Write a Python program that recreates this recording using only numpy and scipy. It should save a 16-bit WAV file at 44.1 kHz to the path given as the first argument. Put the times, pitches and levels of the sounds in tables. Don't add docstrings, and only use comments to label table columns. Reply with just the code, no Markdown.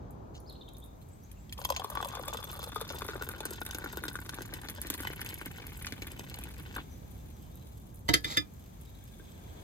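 import sys
import numpy as np
from scipy import signal
from scipy.fft import rfft, irfft
from scipy.io import wavfile
from scipy.ndimage import uniform_filter1d

SR = 44100
rng = np.random.default_rng(int(sys.argv[2]) if len(sys.argv) > 2 else 0)


def transcribe(u):
    v = np.clip(np.atleast_2d(u).T, -1, 1)
    q = np.round(v * 32767).astype(np.int16)
    wavfile.write(sys.argv[1], SR, q)


N = 424667
GRAIN = 2048
TIME = np.arange(N) / SR
GRAIN_T, GRAIN_HZ = np.arange(GRAIN) / SR, np.fft.rfftfreq(GRAIN, 1 / SR)

# time in seconds, the air's main note in Hz, its upper note in Hz,
# gulp note in Hz, level of the ringing air in dB.
FILL = [(1.6, 1006, 3250, 480, 9.5), (2.1, 1176, 3440, 514, 6.5), (2.75, 1275, 3498, 453, 11.5),
        (3.15, 1413, 3630, 344, 1.5), (4.1, 1493, 3670, 293, 4.5), (4.6, 1650, 3530, 265, -8),
        (5.1, 2120, 3000, 254, 1), (6.2, 2400, 2970, 252, -6), (6.8, 2170, 2900, 248, -19)]
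# time in seconds, strength in dB, fizz in dB.
FLOW = [(1.56, -57.5, -55), (1.78, -54.5, -68), (2.14, -49.5, -62.5), (2.54, -54, -60.5),
        (3.05, -50.5, -59.5), (3.95, -54.5, -66), (4.08, -56.5, -61), (4.62, -56, -62.5), (5.0, -56, -58.5),
        (5.3, -55, -61), (5.46, -57.5, -62.5), (6.65, -60, -67), (6.74, -60, -68)]
POUR_START, POUR_END = FLOW[0][0], FLOW[-1][0]
# start in seconds, level in dB,
# note in Hz, gulp level in dB, gulp note in Hz, bubble level in dB, bubble note in Hz.
PLOPS = [(1.588, -39, 970, -46.5, 540, -61, 970), (1.615, -36, 770, -50.0, 590, -51, 1000),
         (1.651, -30.5, 982, -57, 620, -55, 1030), (1.689, -38.0, 990, -54.0, 536, -40, 1000),
         (1.702, -25.5, 1140, -31.5, 550, -40, 1043), (1.722, -30.0, 1020, -47, 533, -53, 1000),
         (1.77, -37, 1140, -46, 674, -49, 1020), (1.796, -30, 762, -50, 700, -45, 760),
         (1.818, -34, 980, -49, 706, -60, 1010), (1.844, -29.5, 1110, -42.0, 430, -56, 1050),
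         (1.9, -35, 985, -52, 620, -52, 1085), (1.917, -42.0, 900, -45, 600, -49, 1160),
         (1.953, -27.5, 1180, -57.0, 700, -39, 1180), (1.972, -23, 1200, -55.0, 660, -47, 1170),
         (2.003, -28.5, 1150, -51.0, 690, -47, 1080), (2.027, -22, 1000, -47, 676, -46, 1019),
         (2.046, -32, 1030, -53.0, 536, -44, 950), (2.055, -43, 964, -39.5, 567, -55, 1060),
         (2.136, -33.0, 1140, -53, 695, -51, 855), (2.151, -33, 910, -53, 705, -47, 1060),
         (2.17, -32, 953, -44.5, 510, -59, 1218), (2.194, -43, 991, -38.5, 510, -51, 1000),
         (2.257, -40, 1090, -56, 480, -52, 1130), (2.281, -30, 1220, -41, 543, -57, 1170),
         (2.328, -30.5, 1190, -54, 590, -50, 1131), (2.345, -32.0, 1140, -44, 490, -45, 1250),
         (2.387, -38, 1180, -48.0, 515, -51, 1150), (2.593, -36, 1250, -55, 516, -53, 1220),
         (2.627, -38, 1090, -49, 503, -53, 1310), (2.671, -47, 1220, -44.5, 510, -61, 1250),
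         (2.726, -39.0, 1183, -51, 290, -62, 1160), (2.76, -27.5, 1250, -41.0, 445, -38, 1220),
         (2.812, -36.0, 1220, -37.0, 464, -56, 1150), (2.902, -42, 1170, -43.5, 580, -58, 1500),
         (2.944, -44, 1210, -43, 370, -50, 950), (3.019, -24.5, 1220, -40, 400, -54, 1330),
         (3.048, -32.0, 1220, -42.5, 390, -60, 851), (3.086, -27.5, 1410, -37, 435, -51, 1220),
         (3.106, -37, 1600, -60, 388, -57, 1440), (3.133, -32, 1420, -51, 378, -49, 1410),
         (3.154, -35, 1210, -35.5, 383, -53, 1240), (3.21, -36, 1470, -44.5, 432, -45, 1411),
         (3.223, -28, 1450, -41.5, 319, -58, 1400), (3.289, -27.5, 1540, -43, 373, -44, 1460),
         (3.336, -35, 1430, -50, 500, -58, 1410), (3.405, -35, 840, -39.5, 363, -50, 860),
         (3.454, -32.0, 1460, -39.5, 314, -53, 1500), (3.51, -37.0, 1452, -39.5, 337, -56, 1430),
         (3.615, -24, 1010, -38.5, 312, -45, 1466), (3.747, -39, 1451, -39.5, 313, -53, 1420),
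         (3.784, -36, 1530, -49, 310, -57, 1560), (3.841, -29.5, 1440, -39.5, 333, -51, 1466),
         (3.86, -29, 1470, -43, 293, -55, 1476), (3.93, -33.5, 1420, -52, 390, -57, 1280),
         (3.971, -31, 1450, -36, 330, -43, 1466), (4.037, -28, 1530, -45, 310, -50, 1483),
         (4.053, -31.5, 1470, -40, 305, -59, 1480), (4.081, -32.5, 1640, -40.0, 290, -51, 1990),
         (4.154, -25.5, 1520, -45, 300, -53, 1500), (4.188, -32.5, 1560, -47, 290, -54, 1500),
         (4.292, -31, 1550, -54.0, 340, -59, 1530), (4.335, -34.5, 1520, -48, 270, -56, 1150),
         (4.385, -30.5, 1440, -40.5, 300, -59, 1450), (4.407, -33.5, 1680, -42.5, 330, -60, 1990),
         (4.531, -37, 750, -48, 270, -50, 1930), (4.541, -37, 1900, -47, 278, -63, 1940),
         (4.687, -36, 1540, -51.0, 645, -56, 1690), (4.782, -37.0, 960, -50, 610, -52, 1640),
         (4.848, -33.5, 1910, -45, 328, -53, 1900), (4.902, -29.5, 1250, -37, 277, -54, 1530),
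         (4.944, -31.5, 1510, -45, 290, -51, 1000), (5.002, -31, 1490, -40, 290, -60, 1500),
         (5.033, -32, 1480, -49, 290, -54, 1500), (5.05, -27.5, 1160, -48, 290, -60, 1980),
         (5.071, -24.5, 1970, -51, 277, -52, 1980), (5.101, -35, 1680, -40.5, 310, -57, 1720),
         (5.133, -32.5, 2130, -55, 240, -64, 1720), (5.193, -34.5, 1590, -57.0, 322, -52, 1950),
         (5.216, -28, 1770, -60, 300, -61, 2020), (5.413, -30, 1530, -45.0, 322, -53, 1560),
         (5.462, -30.5, 1560, -41.5, 273, -54, 1510), (5.641, -39, 1500, -49, 300, -64, 2090),
         (5.846, -31.5, 2141, -62, 280, -63, 2570), (5.868, -29, 1490, -54.0, 240, -59, 1510),
         (5.922, -33, 1890, -42, 247, -56, 1510), (6.02, -32.5, 2430, -42.5, 292, -63, 2440),
         (6.067, -39, 1512, -57, 340, -63, 2100), (6.193, -35.5, 1010, -42.0, 280, -65, 920),
         (6.348, -41, 1000, -58, 550, -63, 950), (6.387, -35.5, 990, -48.0, 238, -64, 1510),
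         (6.47, -37, 1640, -51, 300, -65, 1610), (9.197, -47.5, 1610, -52.5, 330, -62, 1594)]
# frequency in Hz, level in dB.
SPLASH = [(150, -27), (320, 3), (490, -1.5), (650, -12.5), (800, -3), (1200, -3), (1480, -3.5), (2000, -9),
          (2500, -6.5), (3500, 1), (8000, -40.5)]
SPRAY = [(900, -24.5), (2300, -4), (2900, 1), (3600, 1), (4200, -0.5), (5000, -4), (6500, -2), (7500, -8.5),
         (12000, -23.5)]
FROTH = [(3000, -35), (6000, -22), (7000, -0.5), (7600, -6), (8300, 3), (9200, -1), (10500, 4.5),
         (12500, 1.5), (14200, 3), (15500, -8.5), (16500, -25)]
# frequency in Hz, lead of the left side in radians.
MUG_PHASE = [(0, 0), (1210, 1.5), (1460, 0.7), (2150, 1.9), (2760, 4.1), (3620, 3.3), (4220, 5.0),
             (5000, 5.7), (5770, 3.5), (6800, 6.1), (7670, 3.5), (8010, 4.0), (12500, 0.4), (16500, -0.2)]
# frequency in Hz, left level minus right in dB.
MUG_BALANCE = [(60, -1.5), (92, -2.0), (140, -2.0), (210, -0.5), (330, 2.0), (500, 4.0), (770, 6.5),
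               (1170, 7.5), (1790, 1.5), (2740, 2.5), (4190, 3.0), (6410, 1.0), (9810, 0.5), (15000, 0.0)]


def pour():
    lumps_per_s = 55
    lumps = np.arange(POUR_START, POUR_END, 1 / lumps_per_s)
    lumps += rng.random(len(lumps)) / lumps_per_s
    low = (patter(gulps, lumps, per_s=80, share_db=-10, db_per_s=1.22, spread_db=2.5)
           + patter(splashes, lumps, per_s=170, share_db=-12.5, db_per_s=1.97, spread_db=3)
           + patter(blips, lumps, per_s=130, share_db=-14, db_per_s=1.2, spread_db=3.5))
    high = (patter(spray, lumps, per_s=210, share_db=-8.5, db_per_s=-0.35, spread_db=3.7, fizzy=0.53)
            + patter(froth, lumps, per_s=170, share_db=-8.5, db_per_s=0.1, spread_db=5.5, fizzy=0.84))
    water = plops() + spits() + squelches() + low + high + foam()
    return in_mug(mug_air(water) + bubbles() + fizz())


def patter(source, lumps, per_s, share_db, db_per_s, spread_db, fizzy=0, landing_s=0.009):
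    which, late, size = rng.random((round(per_s * (POUR_END - POUR_START)), 3)).T
    times = lumps[(which * len(lumps)).astype(int)] - landing_s * np.log(1 - late)
    strength_db, fizz_db = follow(FLOW, times)
    stream_db = (1 - fizzy) * strength_db + fizzy * fizz_db
    drift_db = db_per_s * (times - POUR_START)
    size_db = -spread_db * np.log(np.maximum(size, 0.04))
    until_plop = np.transpose(PLOPS)[0] - times[:, None]
    gap_db = -3 * np.exp(-((until_plop - 0.017) / 0.0015) ** 2).max(1)
    return source(times, stream_db + share_db + drift_db + size_db + gap_db)


def plops():
    times, db, note_hz, gulp_db, gulp_hz, _, _ = np.transpose(PLOPS)
    return (gulps(times + 0.00156, gulp_db - 3.5, gulp_hz)
            + splashes(times + 0.00031, db - 20)
            + blips(times + 0.00031, db - 16, note_hz)
            + spray(times + 0.0003, db - 28))


def gulps(times, db, note_hz=None, scatter=0.22, sweep=2.69, sweep_s=0.00073, sag_per_s=3):
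    if note_hz is None:
        note_hz = follow(FILL, times)[2] * np.exp(scatter * rng.standard_normal(len(times)))
    glide = np.exp(-sag_per_s * GRAIN_T) + sweep * np.exp(-GRAIN_T / sweep_s)
    cycles = np.cumsum(note_hz[:, None] * glide, 1) / SR
    tones = np.sin(2 * np.pi * cycles) * rise_and_fade(rise_s=0.001, decay_s=0.0057)
    return place(times, db, same_energy(tones))


def splashes(times, db, sharpness=0.74, foam_db_per_s=0.4):
    air_hz = follow(FILL, times)[0][:, None]
    boost_db = 9 - foam_db_per_s * (times[:, None] - FILL[0][0])
    colour_db = curve_at(SPLASH, GRAIN_HZ) + boost_db * bump(air_hz, air_hz / sharpness)
    slaps = bursts(len(times), colour_db, decay_s=0.0034, rise_s=0.00043, lumpy=0.6, slap=1.34)
    return place(times, db, slaps)


def blips(times, db, note_hz=None, scatter=0.292, swell_s=0.00051, fall_s=0.0033):
    chance = rng.standard_normal((len(times), 2))
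    if note_hz is None:
        note_hz = 0.891 * follow(FILL, times)[0] * np.exp(scatter * chance[:, 0])
    glide = np.exp((2 * swell_s - GRAIN_T) / fall_s)
    cycles = np.cumsum(note_hz[:, None] * glide, 1) / SR + chance[:, 1:]
    swell = GRAIN_T ** 2 * np.exp(-GRAIN_T / swell_s)
    return place(times, db, same_energy(np.sin(2 * np.pi * cycles) * swell))


def bubbles():
    times, *_, db, hz = np.transpose(PLOPS)
    cycles = hz[:, None] * GRAIN_T + rng.random((len(times), 1))
    tones = np.sin(2 * np.pi * cycles) * rise_and_fade(rise_s=0.0018, decay_s=0.0082)
    return place(times + 0.00196, db - 3, same_energy(tones))


def spits():
    # start in seconds, spray level in dB, froth level in dB, bubble note in Hz.
    drops = [(0.6874, -47, -55, 3600), (0.767, -44, -56.5, 6330), (1.0146, -48, -61, 3820),
             (1.314, -45, -49.5, 5960), (1.494, -44, -65, 2860), (1.524, -27, -42, 5140),
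             (1.614, -32, -56, 4380), (1.639, -33, -52, 3300), (1.6483, -19, -31.5, 3260),
             (1.69, -33, -52, 6300), (1.701, -20, -33, 4500), (1.7213, -27, -48, 4000),
             (1.7484, -33, -70, 5000), (1.7628, -17, -45, 6440), (1.795, -30, -48, 3190),
             (1.8436, -32, -40.5, 3040), (1.8997, -37, -37, 6290), (1.951, -44, -40, 3450),
             (2.026, -37, -47, 3400), (2.046, -29.5, -41.5, 3300), (2.085, -32, -42, 6290),
             (2.151, -27.5, -49, 3400), (2.2807, -26, -38, 3440), (2.3326, -29, -38.5, 6590),
             (2.37, -27.5, -43.5, 3370), (2.4271, -33, -52, 3450), (2.4397, -32, -37.5, 6000),
             (2.5135, -42, -41, 6000), (2.628, -32.5, -42, 3420), (2.64, -29.5, -38.5, 6000),
             (2.8112, -30.5, -37, 5010), (2.8895, -27, -60, 5010), (2.901, -25, -50, 5000),
             (2.922, -38, -45, 6000), (2.9845, -31, -44, 4170), (3.018, -32.5, -61, 3500),
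             (3.08, -30.5, -48, 4940), (3.222, -32, -38, 6970), (3.2878, -34, -33.5, 3560),
             (3.313, -49, -46, 6000), (3.404, -26.5, -45, 3600), (3.4529, -27, -30, 5960),
             (3.506, -36, -37, 6000), (3.533, -30, -42, 6660), (3.615, -44, -41, 2730),
             (3.65, -40, -42, 6000), (3.662, -30.5, -36.5, 3470), (3.709, -26, -41, 6000),
             (3.746, -22.5, -37, 6630), (3.7835, -53, -37, 6940), (3.842, -34, -41, 6900),
             (3.9265, -38, -42.5, 6000), (3.971, -28.5, -36.5, 6620), (4.037, -45, -38, 6000),
             (4.052, -35, -46, 5000), (4.081, -22.5, -43, 3370), (4.1545, -36, -43.5, 6000),
             (4.2923, -25.5, -39, 6070), (4.3424, -31.5, -42, 2650), (4.419, -32, -39.5, 6000),
             (4.537, -24, -37, 3000), (4.6145, -54, -44, 6000), (4.6853, -26, -46, 4770),
             (4.6977, -32, -35.5, 6000), (4.815, -29, -30, 6940), (4.868, -31, -39, 3820),
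             (4.9002, -21, -27.5, 6790), (4.9386, -23.5, -38, 4970), (4.9472, -35, -41, 4500),
             (5.002, -40, -37.5, 2970), (5.026, -48, -41.5, 6000), (5.071, -32, -42, 2500),
             (5.132, -42, -48, 2540), (5.214, -26.5, -36, 2800), (5.2612, -26, -41, 2930),
             (5.289, -30, -41, 4500), (5.341, -33, -35, 2990), (5.458, -32, -37, 2950),
             (5.6673, -41, -40, 2910), (5.823, -42, -40, 6000), (5.847, -35, -62, 3000),
             (5.867, -22, -47, 3000), (5.922, -26, -46, 2550), (6.0195, -26.5, -46, 3040),
             (6.0684, -42, -40, 2550), (6.117, -38, -42.5, 2970), (6.194, -31, -45, 3330),
             (6.297, -33, -45, 3030), (6.341, -26, -50, 4440), (6.387, -43, -40, 2510),
             (6.4364, -31, -39, 2680), (6.75, -33, -48, 4500), (6.763, -44, -39, 4500)]
    times, db, froth_db, note_hz = np.transpose(drops)
    snaps = bursts(len(times), curve_at(SPRAY, GRAIN_HZ), decay_s=0.00025, rise_s=0.00024, lumpy=0.25)
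    return (place(times + 0.000991, db - 23, snaps)
            + spray(times + 0.00042, db - 18, note_hz)
            + froth(times + 0.0005, froth_db - 6.5))


def spray(times, db, note_hz=None):
    if note_hz is None:
        note_hz = rng.uniform(2900, 6200, len(times))
    colour_db = curve_at(SPRAY, GRAIN_HZ) + 6 * bump(note_hz, width_hz=920)
    plinks = bursts(len(times), colour_db, decay_s=0.0043, rise_s=0.00057, lumpy=0.63, slap=0.66)
    return place(times, db, plinks)


def froth(times, db):
    note_hz = rng.uniform(7150, 13930, len(times))
    colour_db = curve_at(FROTH, GRAIN_HZ) + 9 * bump(note_hz, width_hz=610)
    pops = bursts(len(times), colour_db, decay_s=0.0013, rise_s=0.0015, lumpy=0.91, slap=0.71)
    return place(times, db, pops)


def squelches():
    # start in seconds, level in dB, note in Hz.
    last_drops = [(6.761, -38, 1443), (6.779, -39, 1390)]
    times, db, note_hz = np.transpose(last_drops)
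    colour_db = curve_at(SPLASH, GRAIN_HZ) + 9 * bump(2300, width_hz=4500)
    wet = bursts(len(times), colour_db, decay_s=0.022, rise_s=0.0011, lumpy=0.36)
    return (blips(times, db, note_hz, swell_s=0.00218, fall_s=0.0137)
            + gulps(times + 0.00546, db - 9)
            + place(times, db - 4, wet))


def foam(per_s=130, note_hz=3370, swell_db_per_s=0.5):
    length_s = N / SR - POUR_END
    when, size = rng.random((round(per_s * length_s), 2)).T
    times = POUR_END + when * length_s
    size_db = -3 * np.log(np.maximum(size, 0.04))
    swell_db = swell_db_per_s * (times - POUR_END)
    large = spray(times, -78 + size_db + swell_db, np.full(len(times), note_hz))
    return large + froth(times, -76 + size_db)


def fizz():
    # note in Hz, width in Hz, level in dB.
    hollows = [(1604, 120, -0.5), (2240, 220, -1), (3290, 190, 4), (3560, 130, 3), (4030, 140, -2),
               (6430, 97, -2), (8200, 550, -6)]
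    # time in seconds, level in dB.
    settling = [(6.7, -72), (8.6, -81), (9.0, -70.5), (9.6, -64.5)]
    bursting = rng.standard_normal(N) * gain_of(3 * wobble(N, smooth=200))
    colour = sum(gain_of(db) * bump(hz, width_hz)[0] for hz, width_hz, db in hollows)
    level = gain_of(follow(settling, TIME)[0]) * (TIME > POUR_END)
    return level * same_level(filtered(bursting, colour)[0])


def mug_air(water, slosh=0.028):
    # frequency in Hz, gain in dB.
    water_colour = [(200, -1.5), (1220, -2.5), (1335, -11), (1430, -1.5), (2100, -0.5), (2480, -0.5),
                    (2800, -4), (3600, -6), (3980, -5.5), (4220, -2.5), (4750, -3.5), (5020, 2),
                    (5400, -1.5), (16000, -3)]
    main_hz, upper_hz, _, ring_db = follow(FILL, TIME)
    sway = 1 + slosh * wobble(N, smooth=2500)
    main = resonate(water, main_hz * sway, width_hz=115)
    upper = gain_of(1) * resonate(water, upper_hz, width_hz=133)
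    ringing_water = water + gain_of(ring_db) * (main + upper)
    return filtered(ringing_water, ringing_filter(curve_at(water_colour, GRAIN_HZ)))[0]


def in_mug(water, wander=0.36):
    position = np.clip(uniform_filter1d(wobble(N, smooth=2000), size=400), -1, 1)
    heard = 0
    for spot in (-1, 0, 1):
        part = water * np.maximum(1 - abs(position - spot), 0)
        phase = [(hz, radians * (1 + wander * spot)) for hz, radians in MUG_PHASE]
        heard += stereo(part, phase, MUG_BALANCE)
        heard += gain_of(-6) * echoes(part, fade_s=0.056, first_s=0.00052)
    return heard


def kettle():
    # frequency in Hz, lead of the left side in radians.
    phase = [(0, -3.5), (120, 0), (300, 1.5), (690, -3), (1290, -2), (1980, -5.5), (3360, -8.5), (3880, -7),
             (4310, -13), (4740, -9), (5340, -14.5), (7150, -14), (8180, -15.5), (8610, -11), (11800, -17),
             (16500, -32.5)]
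    # frequency in Hz, left level minus right in dB.
    balance = [(60, -7), (150, -10.5), (270, -9), (450, 0.5), (740, -8), (1220, -5), (2010, -1),
               (3330, 0.5), (5500, -1.5), (9080, 8), (15000, -1)]
    metal = base_knocks() + handle_clacks() + handle_slide()
    return stereo(metal, phase, balance) + gain_of(-10.5) * echoes(metal, fade_s=0.12, first_s=0.0045)


def base_knocks():
    # start in seconds, then thump, ring and crack levels in dB.
    knocks = [(8.0875, -26, -25, -37), (8.138, -30, -19.5, -22.5)]
    # pitch in Hz, level on edge in dB, level when flat in dB,
    # seconds to fade by 60 dB.
    notes = [(709, -3.5, -17, 0.089), (930, -1.5, -22, 0.075), (1097, -10, -16, 0.057),
             (1297, -13, -8, 0.12), (1710, -11, -9, 0.16), (2026, 0.5, -3.5, 0.068), (2660, -25, -13, .05),
             (3080, -5, -8, .07), (3210, -12, 4, .055), (3530, -14, -10, .04), (3750, -16, -1.5, 0.037),
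             (3840, -11, -20, 0.16), (4080, -5, -4, .04), (4440, -9, 7.5, 0.038), (4880, -8, 1, 0.089),
             (5030, -25, -13, 0.042), (5440, -22, -3, .055), (5900, -7, -1, .05), (6500, -22, -16, .06),
             (6950, -17, -5, 0.055), (7950, -12, -9, .04), (8800, -16, -22, .04), (9000, -24, -11, .04),
             (10350, -30, -2, .05), (10640, -26, -11, .04), (12900, -24, -16, .04)]
    on_edge = ring([(hz, db, fade_s) for hz, db, _, fade_s in notes], contact_s=0.0013)
    flat = ring([(hz, db, fade_s) for hz, _, db, fade_s in notes], contact_s=0.00059)
    return strikes(knocks, [on_edge, flat], thump_db=0, ring_db=-2.5, rattle_db=-7, crack_db=-11,
                   rattle_s=0.008)


def handle_clacks():
    # start in seconds, then thump, ring and crack levels in dB.
    clacks = [(8.244, -36.5, -30, -42.5), (8.371, -30.5, -23, -32.5), (8.377, -33, -26.5, -47)]
    # pitch in Hz, level in dB, seconds to fade by 60 dB when free.
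    notes = [(1245, -22, 0.28), (1732, -1.5, 0.059), (2027, -2.5, 0.11), (2330, -21, 0.33),
             (2405, -23, 0.25), (2420, -7, 0.046), (3110, -11, 0.085), (3556, 4, 0.084), (3790, -17, 0.06),
             (4920, -5, 0.086), (5930, -13, 0.054), (10300, -15, 0.042)]
    clangs = [ring(notes, contact_s=0.0011, bright_db=crack - metal + 11, damping_db_per_s=130)
              for _, _, metal, crack in clacks]
    return strikes(clacks, clangs, thump_db=-5, ring_db=-3.5, rattle_db=-11, crack_db=-8, rattle_s=0.0028)


def handle_slide():
    # time in seconds, level in dB.
    slide = [(8.25, -54), (8.275, -42), (8.298, -43), (8.31, -35), (8.335, -40.5), (8.36, -45.5),
             (8.375, -50)]
    # frequency in Hz, level in dB.
    scrape = [(590, -4), (1000, -9), (1270, -3), (1750, -8), (2020, -4), (2400, -7), (2800, -16), (3400, 2),
              (3810, -1), (4500, -5), (5110, -6), (5730, -9), (7180, -9), (9200, -27), (11700, -12),
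              (15000, -29)]
    # frequency in Hz, boost in dB.
    rubbed = [(900, 9), (2050, 10), (3850, 8), (4150, 6), (4520, 10), (5060, 9), (5950, 7), (7120, 9),
              (8020, 9)]
    pressure = gain_of(np.interp(TIME, *np.transpose(slide), left=-200, right=-200))
    slips = rng.standard_normal(N) * gain_of(1.4 * wobble(N, smooth=90))
    colour_db = curve_at(scrape, GRAIN_HZ) + sum(db * bump(hz, width_hz=140)[0] for hz, db in rubbed)
    return pressure * same_level(filtered(slips, gain_of(colour_db))[0])


def strikes(rows, rings, thump_db, ring_db, rattle_db, crack_db, rattle_s):
    # frequency in Hz, level in dB.
    blow = [(290, -24), (500, -5.5), (811, -29), (1300, -8), (1560, -1.5), (1990, -5.5), (2800, -11.5),
            (3670, -2), (4170, -14), (4540, -2.5), (5460, -11), (7060, -11), (9650, -35), (12300, -14),
            (15000, -45)]
    # pitch in Hz, level in dB, seconds to fade by 60 dB.
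    ledge = [(65, -6, 0.21), (110, -8.5, 0.31), (140.5, -8.5, 0.19), (294, 1.5, 0.14), (324, 2, 0.078),
             (453, -11, 0.27), (603, -4, 0.043)]
    times, thump, metal, crack = np.transpose(rows)
    count, grit = len(times), curve_at(blow, GRAIN_HZ)
    scuffs = bursts(count, grit, decay_s=0.0023, rise_s=0.0022, lumpy=0.19)
    smacks = bursts(count, grit, decay_s=0.0025, rise_s=0.00089, lumpy=0.22)
    thumps = [ring(ledge, contact_s=0.002) for _ in times]
    rattles = bursts(count, grit, decay_s=rattle_s, rise_s=0.0013, lumpy=0.22)
    cracks = bursts(count, curve_at(FROTH, GRAIN_HZ), decay_s=0.0018, rise_s=0.00061, lumpy=0.28)
    return (place(times - 0.005, metal - 20, scuffs)
            + place(times + 0.001, crack - 6, smacks)
            + place(times + 0.00243, thump + thump_db, thumps)
            + place(times, metal + ring_db, rings)
            + place(times, metal + rattle_db, rattles)
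            + place(times, crack + crack_db, cracks))


def ring(notes, contact_s, bright_db=0, damping_db_per_s=0):
    t = np.arange(SR // 2) / SR
    top_hz = max(note[0] for note in notes)
    tones = 0
    for hz, db, fade_s in notes:
        level = gain_of(db + bright_db * hz / top_hz - 60 * t / fade_s)
        tones += level * np.sin(2 * np.pi * (hz * t + rng.random()))
    return same_energy(tones * (1 - np.exp(-t / contact_s)) * gain_of(-damping_db_per_s * t))


def handling(ticks_per_s=7, scuff_s=0.338, scuff_db=-54.5):
    when, size = rng.random((round(ticks_per_s * N / SR), 2)).T
    ticks = froth(when * N / SR, -69 + 11 * size ** 2)
    scuff = bursts(1, curve_at(SPRAY, GRAIN_HZ), decay_s=0.015, rise_s=0.0065, lumpy=0.26)
    direct = stereo(ticks + place([scuff_s], [scuff_db], scuff), MUG_PHASE, MUG_BALANCE)
    return direct + gain_of(-6) * echoes(ticks, fade_s=0.14, first_s=0.0017)


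def birds(unsteady=0.03, flutter_db=3.5):
    # start and length in seconds, level in dB, first, middle and last pitch in Hz.
    chirps = [(0.34, 0.068, -64, 7000, 6000, 3000), (0.457, 0.039, -61, 3600, 5020, 4430),
              (0.487, 0.028, -53, 4250, 4130, 3340), (0.517, 0.024, -57, 2980, 4060, 2900),
              (0.553, 0.021, -55.5, 2630, 4110, 3770), (0.608, 0.019, -52.5, 4440, 3590, 4460),
              (.629, .014, -69, 4100, 3100, 3600), (0.677, 0.02, -56, 2950, 3650, 4100),
              (0.743, 0.018, -58.5, 3100, 3660, 3000), (0.816, 0.039, -61, 3380, 3650, 3600),
              (0.833, 0.12, -80, 3720, 3670, 3500), (1.109, 0.045, -66.5, 6500, 7900, 8050),
              (1.218, .05, -67, 5000, 6200, 7200), (1.344, .1, -73, 6800, 7500, 7800),
              (1.356, 0.042, -74, 2980, 2650, 2500), (6.89, 0.069, -66.5, 6100, 6050, 5950),
              (7.32, 0.06, -71, 6300, 6000, 5700), (7.39, 0.11, -75, 2920, 3050, 2940),
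              (7.49, 0.21, -74.5, 3720, 3900, 3900), (8.859, 0.045, -68, 4000, 3780, 3360),
              (8.936, 0.033, -69, 3680, 3900, 3700)]
    whistles = []
    for _, length_s, _, first, middle, last in chirps:
        progress = np.linspace(0, 1, round(length_s * SR))
        hz = np.polyval(np.polyfit([0, 0.5, 1], [first, middle, last], 2), progress)
        hz *= 1 + unsteady * wobble(len(progress), smooth=80)
        flutter = gain_of(flutter_db * (wobble(len(progress), smooth=180) - 0.5))
        whistles.append(np.sin(2 * np.pi * np.cumsum(hz) / SR) * np.sin(np.pi * progress) * flutter)
    times, _, db, *_ = np.transpose(chirps)
    song = place(times, db, whistles)
    return gain_of(4.5) * song + echoes(song, fade_s=0.41, first_s=0.0085)


def open_air():
    # time in seconds, level in dB.
    rumble_levels = [(0, -44), (.5, -49), (1.3, -49.5), (1.6, -47), (7.0, -45.5), (8.9, -49), (9.6, -47.5)]
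    # time in seconds, then wash, hiss and high hiss levels in dB.
    band_levels = [(0, -51, -70.5, -84), (.6, -54.5, -76, -75), (1.3, -61, -68.5, -71),
                   (6.9, -58.5, -65, -66), (8.0, -60, -72.5, -70.5), (8.7, -60, -67, -67.5),
                   (9.1, -61.5, -68.5, -67.5), (9.6, -54, -63, -66)]
    # frequency in Hz, level in dB.
    low_air = [(12, -58), (20, -34.5), (27, -25.5), (30, -14), (41, 1.5), (65, -3), (117, -5.5),
               (146, -10.5), (335, -13.5), (439, -16.5), (872, -19.5), (1400, -28.5), (1500, -30.5),
               (1950, -36), (3300, -120)]
    hiss = [(710, -31.5), (1200, 6), (1410, -1), (1610, 2), (1920, -2.5), (2420, -1.5), (2670, -6.5),
            (3880, -5.5), (4280, -8), (5570, -7.5), (6150, -5.5), (9430, -21.5), (13700, -12), (15800, -19),
            (16500, -28)]
    wash_db, hiss_db, high_db = follow(band_levels, TIME)
    rumble_db = follow(rumble_levels, TIME)[0]
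    low_cut = signal.butter(4, 44, "high", fs=SR, output="sos")
    rumble = signal.sosfilt(low_cut, air_band(low_air, low_hz=29.8, high_hz=253))
    return (gain_of(rumble_db) * rumble
            + gain_of(wash_db) * air_band(low_air, low_hz=290, high_hz=1480)
            + gain_of(hiss_db) * air_band(hiss, low_hz=1390, high_hz=7360)
            + gain_of(high_db) * air_band(hiss, low_hz=6760, high_hz=17100))


def air_band(spectrum, low_hz, high_hz):
    # frequency in Hz, likeness from -1 (opposite) to 1 (the same).
    likeness = [(60, 0.9), (130, 0.9), (290, 0.43), (640, -0.39), (1410, -0.44), (3100, 0.46),
                (6820, -0.23), (15000, 1)]
    # frequency in Hz, left level minus right in dB.
    balance = [(60, 0.5), (110, -3.5), (200, -0.5), (380, 2), (700, 3), (1290, 4), (2380, 3.5), (4400, 1),
               (8120, 3), (15000, -1.5)]
    shared_noise, opposite_noise = rng.standard_normal((2, N))
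    roll_off = np.sqrt((1 + (low_hz / (GRAIN_HZ + 1)) ** 8) * (1 + (GRAIN_HZ / high_hz) ** 8))
    colour = gain_of(curve_at(spectrum, GRAIN_HZ)) / roll_off
    alike = np.clip(curve_at(likeness, GRAIN_HZ), -1, 1)
    lean = gain_of(curve_at(balance, GRAIN_HZ) / 2)
    shared, opposite = colour * np.sqrt(1 + alike), colour * np.sqrt(1 - alike)
    return same_level(filtered(shared_noise, np.array([shared * lean, shared / lean]))
                      + filtered(opposite_noise, np.array([opposite * lean, -opposite / lean])))


def bursts(count, colour_db, decay_s, rise_s, lumpy, slap=0):
    chance = rng.standard_normal((count, GRAIN + 34))
    size = np.exp(lumpy * chance[:, GRAIN:-2].repeat(64, 1))
    decays_s = decay_s * np.exp(0.5 * chance[:, -1:])
    swell = (1 - np.exp(-GRAIN_T / rise_s)) ** 2 * np.exp(-GRAIN_T / decays_s)
    impacts = chance[:, :GRAIN] * size * swell
    impacts[:, round(SR / 1000)] += slap * chance[:, -2] * np.linalg.norm(impacts, axis=1)
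    return same_energy(irfft(rfft(impacts) * ringing_filter(colour_db)))


def echoes(x, fade_s, first_s):
    t = np.arange(SR // 2) / SR
    signs = rng.choice([-1., 1.], (2, len(t)))
    arrives = (rng.random((2, len(t))) < 0.06) * (t > first_s)
    taps = signs * arrives * gain_of(-60 * t / fade_s)
    taps /= np.linalg.norm(taps, axis=1, keepdims=True)
    return signal.oaconvolve(x[None], taps, axes=1)[:, :N]


def stereo(x, phase, balance):
    lead = np.interp(GRAIN_HZ, *np.transpose(phase))
    left = gain_of(curve_at(balance, GRAIN_HZ) / 2) * np.exp(0.5j * lead)
    return filtered(x, np.array([left, 1 / left]))


def resonate(x, hz, width_hz):
    turn = np.exp(2j * np.pi * np.cumsum(hz) / SR)
    feedback = np.exp(-np.pi * width_hz / SR)
    return 2 * (turn * signal.lfilter([1 - feedback], [1, -feedback], x / turn + 1e-18)).real


def ringing_filter(db):
    cepstrum = irfft(np.log(gain_of(np.maximum(db, -100))))
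    cepstrum[..., 1:GRAIN // 2] *= 2
    cepstrum[..., GRAIN // 2 + 1:] = 0
    return np.exp(rfft(cepstrum))


def filtered(x, response):
    taps = np.roll(irfft(response), GRAIN // 2, -1) * signal.get_window("hann", GRAIN)
    return signal.oaconvolve(np.atleast_2d(x), np.atleast_2d(taps), axes=1)[:, GRAIN // 2:][:, :N]


def bump(centre_hz, width_hz):
    return 1 / (1 + (2 * (GRAIN_HZ - np.reshape(centre_hz, (-1, 1))) / width_hz) ** 2)


def rise_and_fade(rise_s, decay_s):
    return (1 - np.exp(-GRAIN_T / rise_s)) * np.exp(-GRAIN_T / decay_s)


def wobble(length, smooth):
    return same_level(uniform_filter1d(rng.standard_normal(length), size=smooth))


def place(times, levels_db, sounds):
    track = np.zeros(N)
    for start_s, db, sound in zip(times, levels_db, sounds):
        part = track[max(round(start_s * SR), 0):][:len(sound)]
        part += gain_of(db) * sound[:len(part)]
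    return track


def curve_at(points, hz):
    point_hz, values = np.transpose(points)
    return np.interp(np.log(hz + 1), np.log(point_hz + 1), values)


def follow(rows, t):
    times, *columns = np.transpose(rows)
    return [np.interp(t, times, column) for column in columns]


def gain_of(db):
    return 10 ** (np.asarray(db) / 20)


def same_level(x):
    return x / np.sqrt(np.mean(x ** 2) + 1e-20)


def same_energy(x):
    return x / np.sqrt((x ** 2).sum(-1, keepdims=True) / (SR / 50) + 1e-20)


def scene():
    return pour() + kettle() + handling() + birds() + open_air()


def record(dry, top_hz=16300):
    colour_db = -10 * bump(5570, width_hz=246) + 4.5 * bump(8030, width_hz=190)
    high_cut = signal.firwin(511, top_hz, window=("kaiser", 9), fs=SR)
    return signal.oaconvolve(filtered(dry, gain_of(colour_db)), high_cut[None], "same")


dry = scene()
out = record(dry)
transcribe(out)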